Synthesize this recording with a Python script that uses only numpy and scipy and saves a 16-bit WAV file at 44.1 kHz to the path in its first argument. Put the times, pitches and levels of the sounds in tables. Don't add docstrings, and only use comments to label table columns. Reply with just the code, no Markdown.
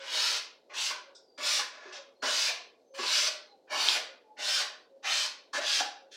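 import sys
import numpy as np
from scipy import signal
from scipy.fft import rfft, irfft, next_fast_len
from scipy.io import wavfile
from scipy.ndimage import uniform_filter1d, map_coordinates

SR = 44100
rng = np.random.default_rng(int(sys.argv[2]) if len(sys.argv) > 2 else 0)


def to_wav(s):
    ch = np.atleast_2d(s).T
    pcm = np.round(np.clip(ch, -1, 1) * 32767)
    wavfile.write(sys.argv[1], SR, pcm.astype(np.int16))


N = 271656

# start_s, length_s, settle_s, full_force_s, rasp_db, swell_db, easing_db, board_db, fizz_db, edge_db
STROKES = [(0, 0.38, 0.0017, 0.19, -29.5, 18.3, 5, -13, -14.5, -2),
           (.726, 0.19, 0.019, 0.081, -31.5, 10.8, 8, -17.5, -13.5, 20),
           (1.374, 0.23, 0.0079, 0.1, -30, 14.2, 2, -16, -12, 10.5),
           (2.218, 0.28, 0.015, 0.13, -29.5, 1.8, 1, -15, -14.5, 7),
           (2.972, 0.31, .016, .18, -28.5, 9, 1.5, -17, -14.5, 8.5),
           (3.685, 0.29, 0.056, 0.18, -29.5, 6.5, 4, -11, -13, 7.5),
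           (4.369, .25, 0.037, .137, -29.5, 9.5, 3, -15.5, -14, 13.5),
           (5.022, .245, 0.042, .11, -29.5, 6.4, 5.5, -16.5, -15.5, 5.5),
           (5.608, 0.2, 0.011, 0.1, -29, 7.7, 2, -16.5, -15.5, 9.5)]
# start_s, length_s, rasp_db, board_db, fizz_db
BRUSHES = [(.691, 0.038, -58.5, 10, -28), (1.72, 0.2, -57.5, 5, -39), (1.918, 0.057, -44.5, -5, -29),
           (2.935, 0.062, -48.5, -5, -12.5), (3.669, .04, -70.5, 13.5, -36), (4.363, 0.022, -54.5, 5, -41),
           (5.527, 0.057, -35.5, 0.5, -15), (6.107, .06, -49, -21, -17)]
# start_s, level_db, scuff_hz, thump_db
BUMPS = [(.896, -30, 996, -19), (1.381, -37.5, 580, -3.5), (1.587, -25.5, 1630, -29),
         (1.851, -41.5, 374, -6.5), (2.226, -29, 1035, -0.5), (2.478, -26, 2430, -32),
         (2.492, -32, 683, -29), (2.988, -28.5, 1060, -3.5), (3.03, -26.5, 1010, -17.5),
         (3.275, -33, 618, -14), (3.727, -28.5, 1030, -15.5), (3.886, -28, 1004, -15),
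         (3.965, -35, 602, -9.5), (4.563, -24, 1420, -36), (4.608, -31.5, 1434, -28),
         (5.045, -29, 806, -27), (5.538, -43, 1100, 0), (5.572, -27, 610, -11.5), (5.793, -24, 1520, -39),
         (5.803, -25, 752, -9)]
# start_s, level_db, pitch_hz
SNAPS = [(3.8864, -9, 2930), (3.895, -17.5, 4360), (5.796, -21, 2640)]
# start_s, length_s, level_db
HOOTS = [(-.06, 0.13, -55), (1.03, 0.14, -54.5), (1.966, 0.084, -54), (2.891, 0.13, -48.5),
         (4.002, .16, -54.5), (4.87, 0.143, -53.5), (5.96, .16, -60.5)]
# start_s, length_s, start_hz, end_hz, level_db
CHIRPS = [(1.229, 0.18, 4750, 4740, -66.5), (2.136, 0.17, 4210, 4430, -67), (2.81, 0.22, 6180, 6200, -77.5),
          (3.45, 0.13, 859, 755, -61), (3.451, .096, 4270, 3930, -64.5), (4.21, .21, 884, 815, -56.5)]

# pitch_hz, level_db (per Hz)
RASP_COLOUR = [(100, -65.5), (500, -42.5), (900, -29.5), (1050, -16), (1500, -4), (2000, -6), (2500, 0),
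               (3200, 0.5), (4600, 1), (6100, -2.5), (6900, -10), (8000, -17), (11000, -43.5),
               (15000, -54.5)]
BOARD_COLOUR = [(40, -66), (100, -41), (180, -34), (240, -10.5), (450, -3.5), (700, 3), (1100, 3),
                (1600, -3.5), (2400, 4), (5000, -34), (12000, -67)]
FIZZ_COLOUR = [(1000, -71.5), (5000, -36.5), (7000, 6), (8000, 2.5), (10000, -2), (12000, -10.5),
               (15500, -13)]
AIR_COLOUR = [(25, -31), (60, -17.5), (150, -17.5), (240, -.5), (500, 9.5), (800, -1), (1300, -14.5),
              (2500, -20), (4200, -12), (6000, -17.5), (9000, -26), (15000, -31)]
# pitch_hz, level_db
GRAZE_COLOUR = [(900, -44), (1500, 13.5), (2400, -55), (3500, 11.0), (4300, 1),
                (5200, 15.0), (6500, 3.5), (8500, -0.5), (10000, -42)]
# pitch_hz, width_hz, level_db
TABLE_MODES = [(234, 14, -20), (485, 25, -5), (603.7, 28, 6.5), (837, 29, -1), (1016, 31, 1.5),
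               (1121, 90, 1.5), (1471, 130, 7), (1684, 100, 6)]
# pitch_hz, fade_s
ROOM_FADE = [(200, 0.23), (530, 0.51), (1400, 0.47), (3700, 0.4), (9700, 0.29), (15000, 0.29)]
# pitch_hz, threshold_db (per Hz)
HUSH_THRESHOLD = [(500, -112), (1500, -99), (4000, -105.5), (8000, -106), (15000, -116)]

TOP_SPEED_AT = .72
SLOW_BOARD_DB, SLOW_FIZZ_DB = 16.5, -8
FIZZ_GROWTH = 0.14
EDGE_S = 0.034
LIFT_S = .012
BRIGHT_HZ, SLOW_BRIGHT_DB, FAST_BRIGHT_DB = 4200, -2, 2
ZIP_HZ, ZIP_BLUR_HZ = 5001, 697
ZIP_DB = -6
RIPPLE_DB, RIPPLE_TREBLE_DB = 2, 1.06
BRUSH_ATTACK_S = 0.013
GRAZE_S = 1.148
DOVE_HZ, DOVE_SAG_HZ = 548, 7.2
HUSH_DEPTH_DB = -6
TOP_HZ = 15800


def amp(db):
    return 10 ** (np.asarray(db) / 20)


def unit(x):
    return x / np.sqrt(np.mean(x ** 2) + 1e-20)


def along(points, hz):
    point_hz, value = np.transpose(points)
    return np.interp(np.log(hz + 1), np.log(point_hz + 1), value)


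def wobble(n, rate):
    return map_coordinates(rng.standard_normal(4096), [np.arange(n) * rate / SR], mode="wrap")


def ease(u):
    return np.sin(np.pi / 2 * np.clip(u, 0, 1)) ** 2


def filtered(x, response):
    m = next_fast_len(len(x) + 8192)
    hz = np.fft.rfftfreq(m, 1 / SR)
    return irfft(rfft(x, m) * response(hz), m)[:len(x)]


def resonance(f, hz, width):
    return 1j * f * width / (hz * hz - f * f + 1j * f * width)


def add(track, s, x):
    start = round(s * SR)
    x = x[max(-start, 0):max(N - start, 0)]
    track[max(start, 0):][:len(x)] += x


def workshop(x, direct_db=-3, early_db=-3, early_t60=0.029):
    hz, t, bands = signal.stft(rng.standard_normal(SR * 3 // 4), SR, nperseg=256)
    fade = amp(-60 * t / along(ROOM_FADE, hz)[:, None])
    tail = signal.istft(bands * fade, SR, nperseg=256)[1]
    t = np.arange(len(tail)) / SR
    early = rng.standard_normal(len(t)) ** 3 * amp(-60 * t / early_t60)
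    echo = tail / np.linalg.norm(tail) + amp(early_db) * early / np.linalg.norm(early)
    echo[0] += amp(direct_db)
    return signal.fftconvolve(x, echo / np.linalg.norm(echo))


def call(length, start_hz, end_hz, db, waver_hz=7):
    n = int(length * SR)
    hz = np.linspace(start_hz, end_hz, n) + waver_hz * wobble(n, 100)
    flutter_rate = start_hz / 35
    flutter = 1 + .6 * (wobble(n, flutter_rate) + 1j * wobble(n, flutter_rate))
    tone = unit(np.real(flutter * np.exp(2j * np.pi * np.cumsum(hz) / SR)))
    return amp(db) * signal.windows.tukey(n, .8) * tone


def background(level_db=-65.5):
    air = unit(filtered(rng.standard_normal(N), lambda f: amp(along(AIR_COLOUR, f))))
    air = air * amp(level_db + 0.62 * wobble(N, 36))
    hoots = [(s, length, DOVE_HZ, DOVE_HZ - DOVE_SAG_HZ, db) for s, length, db in HOOTS]
    for s, *shape in [*hoots, *CHIRPS]:
        add(air, s, workshop(call(*shape), direct_db=-1))
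    return air


def wood(f, plain_db=-3):
    modes = sum(amp(db) * resonance(f, hz, width) for hz, width, db in TABLE_MODES)
    return amp(along(BOARD_COLOUR, f)) * (amp(plain_db) + modes)


def grit(n, spread_db=4):
    return unit(rng.standard_normal(n) * amp(spread_db * rng.standard_normal(n)))


def scratch(n, response):
    return unit(filtered(grit(SR // 2 + n), response))[:n]


def grain_zip(speed, clearest_at=.45, clear_span=0.48):
    n = len(speed)
    turn = np.exp(2j * np.pi * np.cumsum(ZIP_HZ * speed) / SR)
    blur = wobble(n, ZIP_BLUR_HZ) + 1j * wobble(n, ZIP_BLUR_HZ)
    zipping = unit(np.real(turn * blur))
    clearness = np.exp(-((np.linspace(0, 1, n) - clearest_at) / clear_span) ** 2)
    return amp(ZIP_DB) * clearness * zipping


def rubbing(n, settle, board_db, fizz_db, bright_db, zipping=0, chatter_db=0.5, chatter_rate=170, drift_db=.5):
    t = np.arange(n) / SR
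    rasp = scratch(n, lambda f: amp(along(RASP_COLOUR, f)))
    upper = filtered(rasp, lambda f: 1 - 1 / (1 + (f / BRIGHT_HZ) ** 8))
    lower = rasp - upper
    rasp = unit(lower + amp(bright_db) * upper + zipping)
    board = amp(board_db) * scratch(n, wood)
    fizz = amp(fizz_db) * scratch(n, lambda f: amp(along(FIZZ_COLOUR, f)))
    chatter = unit(amp(chatter_db * wobble(n, chatter_rate) + drift_db * wobble(n, 24.8)))
    contact = ease(t / settle) * np.clip((t[-1] - t) / LIFT_S, 0, 1)
    return contact * chatter * (rasp + board + fizz)


def stroke(length, settle, rise, db, swell_db, easing_db, board_db, fizz_db, edge_db):
    n = int((length + LIFT_S) * SR)
    t = np.arange(n) / SR
    speed = np.abs(np.sin(np.pi / 2 * np.linspace(.03, 1, n) / TOP_SPEED_AT)) ** .8
    late = np.clip((t - rise) / max(length - rise, LIFT_S), 0, 1)
    force_db = -swell_db * (1 - ease(t / rise)) - easing_db * late ** 2
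    on_edge = ease(1 + (t - length) / EDGE_S)
    board = board_db + SLOW_BOARD_DB * (1 - speed) + edge_db * on_edge
    fizz = fizz_db + SLOW_FIZZ_DB * (1 - speed) + FIZZ_GROWTH * force_db
    bright = SLOW_BRIGHT_DB + (FAST_BRIGHT_DB - SLOW_BRIGHT_DB) * speed ** 2
    return amp(db + force_db) * rubbing(n, settle, board, fizz, bright, grain_zip(speed))


def ripple(f, spacing_hz=190):
    bass_share = 1 / (1 + (f / 2600) ** 4)
    depth_db = RIPPLE_TREBLE_DB + (RIPPLE_DB - RIPPLE_TREBLE_DB) * bass_share
    return amp(depth_db * map_coordinates(rng.standard_normal(512), [f / spacing_hz], mode="wrap"))


def travelling(x, count=3):
    place = np.linspace(0, count - 1, len(x))
    shares = [np.sqrt(np.clip(1 - np.abs(place - k), 0, 1)) for k in range(count)]
    return sum(workshop(filtered(x * share, ripple)) for share in shares)


def brush(length, db, board_db, fizz_db, bright_db=-1):
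    n = int((length + LIFT_S) * SR)
    return amp(db) * rubbing(n, BRUSH_ATTACK_S, board_db, fizz_db, bright_db)


def bump(db, hz, thump_db, t60=0.084, attack=0.0066, damping=0.18, thump_hz=270):
    t = np.arange(SR // 4) / SR
    scuff = unit(filtered(grit(len(t)), lambda f: wood(f) * resonance(f, hz, damping * hz) ** 2))
    thump = unit(filtered(grit(len(t)), lambda f: wood(f) * resonance(f, thump_hz, 180) ** 2))
    envelope = amp(db - 60 * t / t60) * (1 - np.exp(-t / attack))
    return envelope * (scuff + amp(thump_db) * thump)


def graze(db=-47, t60=0.13, attack=0.0042):
    t = np.arange(SR // 4) / SR
    hiss = unit(filtered(grit(len(t)), lambda f: amp(along(GRAZE_COLOUR, f))))
    return amp(db - 60 * t / t60) * (1 - np.exp(-t / attack)) * hiss


def snap(db, hz, t60=0.0094, damping=0.49):
    t = np.arange(SR // 10) / SR
    burst = amp(db - 60 * t / t60) * rng.standard_normal(len(t)) / np.sqrt(damping * hz / SR)
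    return filtered(burst, lambda f: amp(along(RASP_COLOUR, f)) * resonance(f, hz, damping * hz) ** 2)


def suppress(x, size=512):
    hz, _, bands = signal.stft(x, SR, nperseg=size)
    density = np.abs(bands) ** 2 * size / (.75 * SR)
    density = uniform_filter1d(density, size=5, axis=0)
    density = np.abs(uniform_filter1d(density, size=3, axis=1))
    over = (density / amp(along(HUSH_THRESHOLD, hz))[:, None] ** 2) ** 2
    return signal.istft(bands * amp(HUSH_DEPTH_DB / (1 + over)), SR, nperseg=size)[1][:len(x)]


def scene():
    mix = background()
    for s, *sweep in STROKES:
        add(mix, s, travelling(stroke(*sweep)))
    for s, *rub in BRUSHES:
        add(mix, s, workshop(filtered(brush(*rub), ripple)))
    for s, *blow in BUMPS:
        add(mix, s, workshop(bump(*blow)))
    add(mix, GRAZE_S, workshop(graze()))
    for s, *catch in SNAPS:
        add(mix, s, workshop(snap(*catch), direct_db=3.5))
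    return np.array([mix, mix])


def record(dry):
    mono = filtered(suppress(dry.mean(axis=0)), lambda f: f < TOP_HZ)
    return np.array([mono, mono])


dry = scene()
out = record(dry)
to_wav(out)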